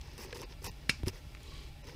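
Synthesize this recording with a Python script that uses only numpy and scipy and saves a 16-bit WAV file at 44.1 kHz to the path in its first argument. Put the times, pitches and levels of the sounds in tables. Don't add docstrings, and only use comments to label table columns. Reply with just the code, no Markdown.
import sys
import numpy as np
from scipy import signal
from scipy.fft import rfft, irfft
from scipy.io import wavfile
from scipy.ndimage import uniform_filter1d

SR = 44100
rng = np.random.default_rng(int(sys.argv[2]) if len(sys.argv) > 2 else 0)


def volts_from_db(level):
    exponent = np.asarray(level, float) / 20
    return 10 ** exponent


def unload_audio(sound):
    columns = np.transpose(np.atleast_2d(sound))
    steps = np.round(np.clip(columns, -1, 1) * 32767)
    wavfile.write(sys.argv[1], SR, steps.astype(np.int16))


N = 85995

# (frequency [Hz], density [dB])
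AIR_SPECTRUM = [(94, -51), (160, -7), (380, -9), (700, -16.5), (1000, -17.5), (1300, -21), (2600, -17.5),
                (5200, -23), (7000, -38)]
# (frequency [Hz], density [dB])
HISS_SPECTRUM = [(2000, -18), (5000, -2.5), (8000, -0.5), (11000, -3.5), (15800, -3)]
# (frequency [Hz], density [dB])
RUMBLE_SPECTRUM = [(8.8, -33), (15, -10), (56, 3), (114, -10.5), (151, -8), (174, -18.5), (200, -24),
                   (260, -62), (440, -120)]
# (start [s], length [s], level [dB])
SLIDE_STROKE = (1.388, 0.33, -54)
# (frequency [Hz], width [Hz], level [dB])
HOLLOW_MODES = [(385, 93, 5.5), (506, 120, -1.5), (860, 29, -2), (1120, 89, -2), (2200, 480, -5),
                (3240, 230, -1.5), (3940, 230, -0.5), (4800, 840, -4.5), (7000, 3100, -15.5)]
# (start [s], length [s], level [dB], fizz [dB], boom [dB])
RUB_STROKES = [(.0, 0.2, -60, -23, -3), (0.175, 0.025, -55, -6, -2), (0.194, 0.061, -50.5, -6, -3.5),
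               (0.239, 0.11, -57.5, -27, 1.5), (0.341, 0.044, -52.5, -6.5, -1),
               (0.383, 0.049, -53, -10.5, 3.5), (0.424, 0.031, -53.5, -16, 2), (0.488, 0.052, -58, -23, -4),
               (0.613, 0.031, -58.5, -11, 0), (.638, 0.044, -46, -7, -7), (0.675, 0.025, -51, -8, -6),
               (1.056, 0.03, -51, -14, -4.5), (1.076, 0.025, -47, -9, -2), (1.117, 0.084, -57.5, -12.5, -3),
               (1.862, 0.049, -54.5, -13.5, -0.5), (1.828, 0.035, -61, -13, 2.5),
               (0.682, 0.24, -67.5, -13, -1.5), (1.206, 0.18, -67.5, -8.5, -1),
               (1.909, 0.053, -60.5, -24, 4.5)]
# (frequency [Hz], width [Hz], level [dB])
CASE_MODES = [(929, 184, 1.5), (1913, 350, -2.5), (2670, 415, -1.5), (4070, 940, -7.5), (4640, 520, -1.5),
              (5260, 590, -1), (6340, 530, -8)]
# (frequency [Hz], width [Hz], level [dB])
FIZZ_MODES = [(7420, 1050, 0.5), (10500, 950, 1.5), (13200, 1700, -1.5), (14800, 1300, 0)]
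# (frequency [Hz], width [Hz], level [dB])
BOOM_MODES = [(232, 114, -7), (385, 86.5, -1), (485.7, 77, -1), (595, 134, -8.5)]
# (time [s], peak [dB], centre [Hz], width [octaves], T60 [s])
TICK_EVENTS = [(.0125, -38.5, 3700, 1.36, 0.02), (0.0753, -52, 4460, 1.3, 0.0094),
               (.135, -45, 8000, 2.4, .008), (.18, -36, 6000, 2, 0.0093), (0.246, -42, 10000, 1.7, 0.0064),
               (0.3276, -33, 2320, 1.7, 0.011), (0.33, -34, 1980, 0.99, 0.018),
               (.4172, -32, 4500, 3.1, 0.0036), (.628, -40, 9000, 2.6, .008), (.6435, -29, 9000, 2, 0.027),
               (0.6547, -32.5, 6000, 1.9, 0.0037), (.6658, -31, 6000, 1.9, .005),
               (.716, -41.5, 10000, 3.9, 0.0049), (0.8916, -37, 6960, 2.3, 0.052),
               (1.033, -37, 1300, 2.4, 0.0053), (1.0358, -45, 10500, 0.52, 0.01),
               (1.0672, -35, 1810, 1.9, 0.02), (1.073, -37, 10900, 1, 0.032),
               (1.0824, -22.5, 7000, 1.17, 0.005), (1.4053, -46, 2070, 2, .012),
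               (1.3491, -39, 2200, 1.4, 0.0095), (1.3707, -43, 1910, 0.73, 0.012),
               (1.432, -44.5, 7000, 1.2, 0.012), (1.895, -42, 2000, 0.56, 0.021),
               (0.3082, -43, 2800, 0.88, .008), (.358, -42, 2580, 0.72, 0.0092),
               (.366, -43, 2380, 0.84, 0.0065), (.372, -40, 5200, 0.69, .008),
               (.398, -46, 4500, 0.76, .012), (.411, -41, 4800, 0.49, .006),
               (.524, -42.5, 2920, 1.1, 0.022), (.637, -42, 11000, 1.5, 0.013),
               (0.6464, -33, 7000, 2, 0.0087), (0.6576, -40, 7000, 2.4, .005),
               (.6745, -38, 7500, 1.8, 0.009), (.7095, -47, 11000, 1.3, .005),
               (0.9142, -34, 2500, 0.74, .006), (1.0618, -47, 5000, 2.6, .008),
               (1.0668, -43, 10000, .8, .01), (1.871, -47, 4000, 2, 0.013)]
# (time [s], peak [dB], pitch [Hz], T60 [s])
BUMP_EVENTS = [(.328, -37, 482, 0.067), (0.641, -35.5, 87, 0.1), (.68, -41.5, 184, 0.096),
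               (.8925, -25, 143, 0.05), (.894, -27.5, 240, 0.029), (.895, -37, 496, 0.041),
               (.895, -38, 406, 0.036), (.894, -45, 733, 0.021), (.642, -43.5, 950, 0.072),
               (.655, -44.5, 1080, 0.078), (.668, -45, 810, 0.066), (0.43, -46, 1050, .06),
               (1.52, -51, 1120, 0.083), (1.033, -26.5, 308, 0.021), (1.033, -40.5, 970, 0.018),
               (1.0345, -21, 79.6, 0.062), (1.068, -22, 93, 0.075), (1.0728, -29, 374, 0.061),
               (1.0672, -36.5, 370, 0.043), (1.071, -33, 234, 0.077), (1.0824, -17, 5370, 0.0028),
               (.19, -47.5, 215, .1), (.93, -46, 210, 0.083), (1, -44.5, 229, 0.073), (.7, -37, 77, .1),
               (1.34, -35.5, 58.5, 0.17), (1.87, -42.5, 97, 0.11), (.42, -44.5, 950, 0.056),
               (.37, -46.5, 480, 0.073)]
# (frequency [Hz], level [dB], T60 [s])
PAN_MODES = [(1340, -8, 0.014), (1717, -4, 0.015), (1940, -1, 0.012), (2282, 0, 0.029), (2353, -28, 0.23),
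             (2700, -4, 0.041), (3610, -14, 0.044), (3800, -13, 0.041), (4150, -7.5, 0.033),
             (5085, -10.5, 0.04), (5500, -11, 0.031), (2950, -18, 0.028), (8540, -11.5, 0.016),
             (9820, -17.5, 0.03)]
# (frequency [Hz], density [dB])
SPLAT_SPECTRUM = [(740, -40), (1250, -15), (1500, -12), (2400, -3), (3160, -13.5), (5130, -10.5),
                  (7180, -16), (10100, -22), (15500, -38)]
# (frequency [Hz], density [dB])
TAIL_SPECTRUM = [(530, -50), (900, -12), (1520, -11.5), (2050, -12.5), (2280, 0.5), (3260, -15.5),
                 (5240, -7), (15500, -44)]
# (start [s], length [s], low [Hz], high [Hz])
DROPOUTS = [(.12, .012, 10500, 12500), (.182, .012, 10800, 12000), (.443, .012, 5500, 15000),
            (.677, .03, 7300, 11700), (.676, .032, 13200, 13900), (.676, .032, 14500, 15100),
            (.692, .013, 7300, 11700), (.438, .024, 3000, 3450), (.674, .034, 2950, 3650),
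            (.676, .032, 1150, 1750), (.68, .026, 2050, 2300), (.18, .016, 3000, 3500),
            (.18, .016, 6600, 7200), (1.04, .01, 13000, 16000), (1.824, .016, 7600, 10200),
            (1.826, .012, 10800, 15500), (1.822, .02, 6300, 7100), (1.822, .02, 4200, 4800),
            (1.822, .02, 3000, 3700)]


def evened(x):
    return x / np.sqrt(np.mean(x ** 2) + 1e-20)


def add(mix, start_s, sound):
    part = mix[round(start_s * SR):][:len(sound)]
    part += sound[:len(part)]


def slow(size):
    once = uniform_filter1d(rng.standard_normal(N), size)
    return evened(uniform_filter1d(once, size))


def coloured(spectrum, count):
    hz = np.fft.rfftfreq(count, 1 / SR)
    point_hz, point_db = np.transpose(spectrum)
    gain_db = np.interp(np.log(hz + 1), np.log(point_hz + 1), point_db, left=-80, right=-80)
    return evened(irfft(rfft(rng.standard_normal(count)) * volts_from_db(gain_db), count))


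def body(drive, modes, clump_db=0):
    out = np.zeros(N)
    for k, (hz, width_hz, db) in enumerate(modes):
        gain = (-1) ** k * volts_from_db(db + clump_db * slow(size=180))
        out += gain * signal.lfilter(*signal.iirpeak(hz, hz / width_hz, SR), drive)
    return evened(out)


def ring(hz, t60_s, rise_s=0.0002):
    t = np.arange(0, 0.3, 1 / SR)
    return np.minimum(t / rise_s, 1) * volts_from_db(-60 * t / t60_s) * np.sin(2 * np.pi * hz * t)


def underside(x):
    spread_s, echo_db = 0.012, -10.5
    echoes = np.zeros(2000)
    delays = (30 + rng.random(12) * spread_s * SR).astype(int) % 2000
    echoes[delays] = volts_from_db(echo_db) * rng.choice([-1.0, 1.0], size=12)
    echoes[0] = 1
    return signal.oaconvolve(x, echoes / np.linalg.norm(echoes))[:N]


def garage():
    air_db, patch_db, hiss_db = -59.5, -0.47, -70.5
    rumble_db, lump_db = -49, 0.97
    hum_hz, hum_width_hz, hum_db = 148.2, 5.2, -63
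    air = volts_from_db(air_db + patch_db * slow(size=2500)) * underside(coloured(AIR_SPECTRUM, N))
    hiss = volts_from_db(hiss_db) * coloured(HISS_SPECTRUM, N)
    rumble = volts_from_db(rumble_db + lump_db * slow(size=1500)) * coloured(RUMBLE_SPECTRUM, N)
    hum = volts_from_db(hum_db) * body(rng.standard_normal(N), [(hum_hz, hum_width_hz, 0)])
    return air + hiss + rumble + hum


def slide():
    start_s, length_s, level_db = SLIDE_STROKE
    progress = np.clip((np.arange(N) / SR - start_s) / length_s, 0, 1)
    arch = np.sin(np.pi * progress) ** 0.66
    return volts_from_db(level_db) * arch * body(rng.standard_normal(N), HOLLOW_MODES, clump_db=2.1)


def stroke(start_s, length_s):
    rise, fall = 0.25, 0.3
    u = (np.arange(N) / SR - start_s) / length_s
    ramp = np.minimum(u / rise, (1 + fall - u) / (2 * fall))
    return np.sin(np.pi / 2 * np.clip(ramp, 0, 1)) ** 2


def rubbing():
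    slips_per_s, slip_spread_db, slip_share = 1500, 3.5, 0.34
    slip_gain = volts_from_db(slip_spread_db * np.minimum(rng.exponential(1, N), 3))
    slips = slip_gain * (rng.random(N) < slips_per_s / SR) * rng.standard_normal(N)
    drive = slip_share * evened(slips) + (1 - slip_share) * rng.standard_normal(N)
    case = body(drive, CASE_MODES, clump_db=1.8)
    fizz = body(drive, FIZZ_MODES, clump_db=2.3)
    boom = body(body(drive, BOOM_MODES), BOOM_MODES, clump_db=1.8)
    out = np.zeros(N)
    for start_s, length_s, db, fizz_db, boom_db in RUB_STROKES:
        sound = case + volts_from_db(fizz_db) * fizz + volts_from_db(boom_db) * boom
        out += volts_from_db(db) * stroke(start_s, length_s) * sound
    return out


def ticks():
    out = np.zeros(N)
    for time_s, peak_db, hz, octaves, t60_s in TICK_EVENTS:
        crackle = rng.standard_normal(2000)
        crackle[0] = 4
        drive = crackle * volts_from_db(-60 * np.arange(2000) / SR / t60_s)
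        edges_hz = np.minimum(hz * 2 ** (np.array([-0.5, 0.5]) * octaves), [15000, 20000])
        tick = signal.lfilter(*signal.butter(2, edges_hz, "bandpass", fs=SR), drive)
        add(out, time_s, volts_from_db(peak_db) * tick / abs(tick).max())
    return out


def bumps():
    out = np.zeros(N)
    for time_s, peak_db, hz, t60_s in BUMP_EVENTS:
        add(out, time_s, volts_from_db(peak_db) * ring(hz, t60_s, rise_s=0.46 / hz))
    return out


def oil_drop():
    hit_s, modes_db = 0.8937, -18
    spread_s, spread_hz = 0.0009, 2200
    splat_db, splat_t60_s, splat_rise_s = -24.5, 0.052, 0.0022
    tail_db, tail_t60_s, tail_rise_s = -41, 0.28, 0.0045
    out = np.zeros(N)
    for k, (hz, db, t60_s) in enumerate(PAN_MODES):
        start_s = hit_s + spread_s * (hz > spread_hz)
        add(out, start_s, (-1) ** k * volts_from_db(modes_db + db) * ring(hz, t60_s, rise_s=0.00041))
    t = np.arange(0, 0.3, 1 / SR)
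    splat = volts_from_db(splat_db - 60 * t / splat_t60_s) * coloured(SPLAT_SPECTRUM, len(t))
    tail = volts_from_db(tail_db - 60 * t / tail_t60_s) * coloured(TAIL_SPECTRUM, len(t))
    add(out, hit_s, splat * np.minimum(t / splat_rise_s, 1))
    add(out, hit_s, tail * np.minimum(t / tail_rise_s, 1))
    return out


def scene():
    return (garage() + slide() + rubbing() + ticks() + bumps() + oil_drop())[None]


def band_limit(x):
    return signal.sosfilt(signal.butter(12, 16480, fs=SR, output="sos"), x)


def record(dry):
    dropout_db, limit_hz = -32, 15450
    hz, t, z = signal.stft(dry, SR, nperseg=1024, noverlap=896)
    lost = np.zeros((len(hz), len(t)))
    for start_s, length_s, low_hz, high_hz in DROPOUTS:
        in_band = (hz > low_hz) & (hz < high_hz)
        in_time = (t > start_s) & (t < start_s + length_s)
        lost += in_band[:, None] & in_time
    kept = signal.istft(z * volts_from_db(dropout_db * lost), SR, nperseg=1024, noverlap=896)[1][:, :N]
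    lowpass = signal.firwin(101, limit_hz, window=("kaiser", 6), fs=SR)[None]
    mix = signal.oaconvolve(kept, lowpass, "same")
    return band_limit(mix)


dry = scene()
out = record(dry)
unload_audio(out)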